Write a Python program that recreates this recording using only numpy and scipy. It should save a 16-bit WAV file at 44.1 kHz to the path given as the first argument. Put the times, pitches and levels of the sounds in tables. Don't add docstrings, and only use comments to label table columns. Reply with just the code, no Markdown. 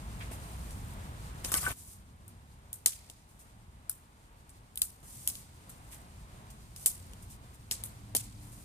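import sys
import numpy as np
from scipy import signal
from scipy.fft import rfft, irfft, next_fast_len
from scipy.io import wavfile
from scipy.ndimage import uniform_filter1d, map_coordinates

SR = 44100
rng = np.random.default_rng(int(sys.argv[2]) if len(sys.argv) > 2 else 0)


def write(x):
    x = np.atleast_2d(x).T
    wavfile.write(sys.argv[1], SR, np.round(np.clip(x, -1, 1) * 32767).astype(np.int16))

N = 381024
BINS = np.fft.rfftfreq(2048, 1 / SR)
SPLIT_HZ = 7260

# (start [s], traffic rumble [dB], tyre rush [dB], leaves in the crowns [dB])
STRETCHES = [(0, -46.5, -55.5, -60), (1.729, -58, -66.5, -71), (5.029, -54.5, -62.5, -65.5),
             (7.562, -53.5, -63, -66.5)]
# (frequency [Hz], relative density [dB])
SCATTER = [(880, -56.5), (1500, -12), (3450, -4.5), (5200, 0), (9100, 10.5), (14600, 1), (16000, -28.5)]
# (frequency [Hz], relative density [dB])
LEAVES = [(1180, -35.5), (2000, -4), (2910, -5.5), (4490, -1), (5630, -4), (9010, 0.5), (11700, -6.5),
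          (14700, -9.5), (15600, -20), (16000, -43)]
# (frequency [Hz], relative density [dB])
BRUSH = [(700, -21), (1500, -27), (3500, -15.5), (6000, -8.5), (9000, 4), (15000, -4.5), (16500, -13)]


def amp(db):
    return 10 ** (np.asarray(db) / 20)


def unit(x):
    return x / np.sqrt(np.mean(x ** 2) + 1e-20)


def along(points, hz):
    f, v = np.transpose(points)
    return np.interp(np.log(hz + 1), np.log(f + 1), v)


def curves():
    start, *levels = np.transpose(STRETCHES)
    stretch = np.searchsorted(start, np.arange(N) / SR, side="right") - 1
    return np.array(levels)[:, stretch]


def wobble(rate):
    knots = rng.standard_normal(int(N * rate / SR) + 4)
    return map_coordinates(knots, [np.arange(N) * rate / SR])


def filtered(x, response):
    m = next_fast_len(N + SR // 2)
    return irfft(rfft(x, m) * response(np.fft.rfftfreq(m, 1 / SR)), m)[..., :N]


def pulse(db):
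    cep = irfft(np.log(amp(np.maximum(db, -70))))
    half = cep.shape[-1] // 2
    cep[..., 1:half] *= 2
    cep[..., half + 1:] = 0
    return irfft(np.exp(rfft(cep)))


def diffuse(spectrum, grain_db=0, lead=15):
    # (frequency [Hz], correlation)
    alike = [(60, 0.98), (250, 0.93), (1000, 0.65), (2500, 0.11), (8000, 0.11)]
    pair = rng.standard_normal((2, N)) * amp(grain_db * np.minimum(rng.exponential(size=N), 4))

    def shares(hz):
        turn = np.arccos(np.clip(along(alike, hz), -1, 1)) / 2
        return amp(along(spectrum, hz)) * [np.cos(turn), np.sin(turn)]

    mid, side = filtered(pair, shares)
    return unit(np.array([mid + side, np.roll(mid - side, lead)]))


def swells(start, hold, db, rise, t60):
    t, edges = np.arange(N) / SR, np.transpose(STRETCHES)[0]
    power, stretch = np.zeros(N), np.searchsorted(edges, t)
    for s, h, level in zip(start, hold, db):
        attack = np.clip((t - s) / (rise + 0.24 * h), 0, 1)
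        decay_db = 60 * np.maximum(t - s - rise - h, 0) / t60
        own_stretch = stretch == np.searchsorted(edges, s + rise + h / 2)
        power += (attack * amp(level - decay_db)) ** 2 * own_stretch
    return power


def crackle(level, rate, spread_db):
    hits = (rng.random(N) < rate / SR) * rng.choice([-1, 1], N)
    sizes = amp(spread_db * np.minimum(rng.exponential(size=N), 3))
    tick = pulse(along(BRUSH, BINS))
    left = signal.fftconvolve(hits * sizes * level, tick / np.linalg.norm(tick))[:N]
    return np.array([left, np.roll(left, 6)])


def patchy(x, depth_db):
    z = signal.stft(x, nperseg=256)[2]
    field = uniform_filter1d(rng.standard_normal(z.shape[1:]), size=6, axis=0)
    field = uniform_filter1d(field, size=3, axis=1)
    gain = amp(depth_db * (unit(field) - depth_db / 8.7))
    return signal.istft(z * gain, nperseg=256)[1][:, :N]


def traffic():
    # (frequency [Hz], relative density [dB])
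    rumble = [(12, -33), (20, -14.5), (54, 0), (92, -3), (119, -5), (166, -10.5), (201, -11), (400, -28.5),
              (520, -59), (880, -120)]
    # (frequency [Hz], relative density [dB])
    rush = [(150, -33), (250, -4.5), (501, -5), (949, -2), (1780, -10), (2110, -11.5), (4000, -18),
            (5200, -83)]
    # (start [s], end [s], frequency [Hz], width of its wander [Hz], mean level [dB])
    hums = [(0, 0.84, 58.9, 4.9, -48), (6.875, 7.32, 91.8, 8.7, -54), (7.56, 8.61, 109.7, 6.7, -53),
            (7.71, 8.68, 205.5, 11, -62), (8.052, 8.643, 293, 12, -64), (0, 1.45, 12040, 8, -76)]
    rumble_db, rush_db = curves()[:2]
    out = amp(rumble_db + 1.7 * wobble(2.9)) * diffuse(rumble)
    out += amp(rush_db + 1.4 * wobble(6)) * diffuse(rush)
    t = np.arange(N) / SR
    for start, end, hz, width, db in hums:
        pitch = hz + 0.2825 * width * wobble(width)
        tone = np.sin(2 * np.pi * np.cumsum(pitch) / SR)
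        gate = np.clip(np.minimum(t - start, end - t) / 0.042, 0, 1)
        out += amp(db + 1.0 * wobble(8)) * gate * tone
    return out


def litter():
    # (start [s], hold [s], level [dB])
    rustles = [(0.296, 0.64, -62.5), (0.308, 0.024, -50.5), (1.738, 0.2, -54), (3.27, 0.091, -68.5),
               (3.388, 0.02, -58.5), (4.984, 0.4, -53.5), (5.634, 0.38, -68.5), (5.91, 0.03, -53),
               (6.755, 0.082, -51.5), (7.219, 0.0076, -57), (7.294, 0.024, -58), (7.525, 0.063, -62),
               (7.708, 0.0094, -43.5), (8.297, 0.57, -62.5), (8.515, 0.012, -58.5)]
    crowns = amp(curves()[2])
    near = np.sqrt(swells(*np.transpose(rustles), rise=0.003, t60=0.2))
    hiss = crowns * diffuse(LEAVES, grain_db=2.5) + near * diffuse(SCATTER, grain_db=4.0)
    shiver = amp(1.4 * wobble(23))
    return shiver * hiss + crackle((crowns + near) * amp(4.0), 90, spread_db=5.5)


def scuffs():
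    # (start [s], hold [s], level [dB])
    rubs = [(0.2, 0.011, -48.5), (0.306, 0.01, -56), (5.915, 0.01, -58)]
    # (frequency [Hz], relative density [dB])
    bark = [(700, -25), (1900, -0.5), (3400, -7), (6000, -27)]
    return np.sqrt(swells(*np.transpose(rubs), rise=0.0084, t60=0.15)) * diffuse(bark, grain_db=5.5)


def thuds():
    # (time [s], peak level of the push [dB])
    landings = [(0.313, -38.5), (1.447, -42), (1.519, -39), (1.542, -36.5), (1.677, -36.5), (3.097, -51.5),
                (7.712, -44), (8.149, -31)]
    # (frequency [Hz], relative level [dB])
    thump = [(60, -41), (200, 4), (450, 2.5), (900, -2.5), (2500, -47)]
    push = pulse(along(thump, BINS))
    push /= np.abs(push).max()
    out = np.zeros(N + SR)
    for (s, db), late in zip(landings, rng.random((len(landings), 2))):
        first, second = 0.00296 + 0.00647 * late[0], 0.00807 + 0.0072 * late[1]
        for after, loss_db in [(0, 0), (first, 6), (second, 9)]:
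            out[round((s + after) * SR):][:len(push)] += amp(db - loss_db) * push
    return np.array([out[:N], np.roll(out[:N], 6)])


def fibre_volleys(count):
    draw = rng.random((count, 4, 48))
    delay = .007 * draw[:, :2]
    delay[:, 0, 0], draw[:, 2, 0] = .002, 1
    delay[:, 1, :16] = delay[:, 0, :16]
    after = delay - .002
    envelope = np.where(after < 0, amp(-18 + 2700 * after), amp(-60 * after / 0.013))
    size = envelope * (draw[:, 2:] - .5)
    size[:, 1, :16] = size[:, 0, :16]
    at = np.round(delay * SR).astype(int) + np.array([0, 6])[:, None]
    volley = np.zeros((count, 2, 400))
    np.add.at(volley, (np.arange(count)[:, None, None], np.arange(2)[:, None], at), size)
    return volley


def answers(s, bright_db, woody_db, twig):
    u = np.arange(SR // 2) / SR
    tails = np.zeros((2, 2, N))
    splinters = crackle(amp(3.5), 150, spread_db=3.0)
    # (spectrum, source levels [dB], relative level [dB], rise [s], t60 [s])
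    layers = [(BRUSH, bright_db, 3, .005, .1), (twig, woody_db, -15, .004, .12),
              (SCATTER, bright_db, -11, .013, .3), (LEAVES, bright_db, -32, .04, 1.2)]
    for spectrum, source_db, level_db, rise, t60 in layers:
        at = np.round(s * SR).astype(int)
        energy = [np.bincount(at, amp(2 * band_db), N) for band_db in source_db]
        shape = (1 - np.exp(-u / rise)) ** 2 * amp(2 * (level_db - 60 * u / t60))
        power = signal.fftconvolve(energy, shape[None], axes=1)[:, None, :N]
        tails += np.sqrt(np.abs(power)) * (diffuse(spectrum, 2.3, lead=6) + splinters)
    tails *= amp(1.94 * wobble(220))
    low = filtered(tails[0] - tails[1], lambda hz: 1 / (1 + (hz / SPLIT_HZ) ** 4))
    return patchy(tails[1] + low, 1.75)


def snaps():
    # (time [s], crack level [dB], twig ring [Hz], body relative level [dB],
    #         scatter relative level [dB], brightness [dB])
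    breaks = [(0.7066, -41, 1400, -22, -7.5, -7), (1.4472, -31.5, 5450, 4, -12, -6),
              (1.518, -20, 1640, -13, -8, -1), (1.5404, -13, 2170, -11.5, -15.5, -3.5),
              (1.7153, -35, 2820, 1.5, -19, 7), (2.28, -39.5, 1420, -29, -19.5, 4.5),
              (2.7295, -25, 3400, -16, -20, 4.5), (2.8605, -5.5, 2080, -19.5, -18.5, -2.5),
              (2.871, -30, 5140, -17, -19, -3), (2.9327, -43, 3120, 0.5, -16, 3),
              (3.0988, -32.5, 2480, -28, -20, -5.5), (3.896, -18.5, 1510, -21.5, -25.5, 7.5),
              (3.8953, -28.5, 5330, -6, -39, 8), (4.4934, -44, 2330, -19, -15, -3),
              (4.757, -31.5, 3100, -18, -24, 3), (4.7745, -23.5, 3650, -9, -19, 5),
              (4.8182, -8.5, 3960, -17.5, -24, 1), (4.831, -31, 4400, -15, -11, 5),
              (5.275, -14, 5800, -26, -16, -0.5), (5.299, -31, 5500, -11, -22, -3),
              (5.3537, -32, 4770, -24, -19, -5), (5.6947, -37, 1380, -14, -12, 0),
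              (6.5027, -44, 4960, -26, -7.5, -6), (6.7618, -36, 5030, -11, -12.5, -5.5),
              (6.86, -7, 2210, -25.5, -18, 0), (6.867, -17, 2600, -21, -16, 6),
              (6.879, -35, 5000, -21, -20, 5), (7.134, -38.5, 1420, -20, -26, -6),
              (7.712, -18, 4430, -24, -12.5, -7.5), (7.7197, -31, 2100, -7, -16, -8),
              (7.837, -25, 3920, -14, -17.5, 3.5), (7.853, -37, 4500, -22, -10.5, 5),
              (8.15, -15.5, 2190, -14, -9, -3)]
    # (frequency [Hz], relative level [dB])
    crack_band = [(1760, -29), (3000, -7.5), (3900, -10.5), (5660, -9.5), (6390, -6), (11300, 6),
                  (13300, -6), (15000, -5.5), (16500, -18)]
    # (frequency [Hz], relative level [dB])
    twig_band = [(500, -46), (1200, 4.5), (2500, -2.5), (5000, 3), (8000, 1.5)]
    s, db, twig_hz, body_db, scatter_db, tilt_db = np.transpose(breaks)
    volley = fibre_volleys(len(s))
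    ratio = (BINS + 1) / twig_hz[:, None, None]
    detune = (ratio - 1 / ratio) ** 2
    twig = along(twig_band, BINS) - 10 * np.log10(0.025 + detune / (1 + 0.19 * detune))
    tilt = np.tanh(2 * np.log2((BINS + 1) / SPLIT_HZ))
    crack = along(crack_band, BINS) + tilt_db[:, None] * tilt
    out = np.zeros((2, N + SR))
    for colour, part_db in [(crack, db), (twig, db + body_db)]:
        bursts = signal.fftconvolve(volley, pulse(colour).reshape(-1, 1, 2048), axes=2)
        peak = amp(part_db + [[3], [1]]).T[:, :, None]
        bursts *= peak / np.abs(bursts).max(axis=2, keepdims=True)
        for start, burst in zip(s - .0015, bursts):
            out[:, round(start * SR):][:, :burst.shape[1]] += burst
    bright_db = db + scatter_db + [-tilt_db, tilt_db]
    woody_db = [db + body_db - 6 * np.log2(twig_hz / 2500)] * 2
    return out[:, :N] + answers(s, bright_db, woody_db, twig_band)


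def knocks():
    # (time [s], level [dB], frequency around which the modes are struck hardest [Hz])
    blows = [(1.541, -27.5, 1250), (1.5522, -29, 2100), (1.639, -30.5, 1100), (1.645, -41, 1700),
             (1.664, -19, 1570), (1.676, -36, 600)]
    # (frequency [Hz], relative level [dB], t60 [s])
    branch = [(623, -18, 0.096), (773, -21, 0.1), (1158, -3.5, 0.11), (1256, -5, 0.092), (1510, 1.5, 0.087),
              (1720, -7.5, 0.058), (2060, -9, 0.082), (2260, -8, .1)]
    strike_db_per_oct = 19.5
    ring, u = np.zeros(N), np.arange(SR // 5) / SR
    for s, db, strike_hz in blows:
        modes = np.zeros(len(u))
        for hz, level, t60 in branch:
            off_strike_db = strike_db_per_oct * abs(np.log2(hz / strike_hz))
            mode_db = level - off_strike_db + rng.normal(0, 1.8) - 60 * u / t60
            modes += amp(mode_db) * np.sin(2 * np.pi * hz * rng.normal(1, 0.004) * u)
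        onset = 1 - np.exp(-u / 0.00054)
        ring[round(s * SR):][:len(u)] += amp(db) * modes / np.abs(modes).max() * onset
    ring *= amp(1.3 * wobble(110))
    ring *= np.arange(N) / SR < STRETCHES[1][0]
    return np.array([ring, np.roll(ring, 6)])


def crash():
    # (start [s], hold [s], leaves level [dB], wood relative to leaves [dB])
    drags = [(1.441, 0.0052, -38.5, -9), (1.518, 0.0088, -44, 2), (1.557, 0.013, -35.5, -29),
             (1.616, 0.085, -40.5, -4.5)]
    # (frequency [Hz], relative density [dB])
    wood_band = [(150, -30), (250, -20), (371, -13.5), (885, -11.5), (1160, -9.5), (1470, -12),
                 (4000, -20.5), (5600, -60)]
    start, hold, leaf_db, wood_db = np.transpose(drags)
    rise, t60 = 0.0029, 0.34
    leaf = np.sqrt(swells(start, hold, leaf_db, rise, t60))
    wood = np.sqrt(swells(start, hold, leaf_db + wood_db, rise, t60))
    drag = leaf * diffuse(SCATTER, 2.5, lead=2) + wood * diffuse(wood_band, 4.3, lead=6)
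    drag = patchy(amp(1.7 * wobble(60)) * drag, 4.0)
    drag += crackle(leaf * amp(-6.0), 300, spread_db=7.0)
    return (drag + knocks()) * amp([[1.5], [-1.5]])


def scene():
    return traffic() + litter() + scuffs() + thuds() + snaps() + crash()


def record(dry):
    top_hz = 16700
    treble = [(15100, 2.0), (15500, -29.0), (16600, -20)]  # (frequency [Hz], gain [dB])
    return filtered(dry, lambda hz: amp(along(treble, hz)) * (hz < top_hz))


dry = scene()
out = record(dry)
write(out)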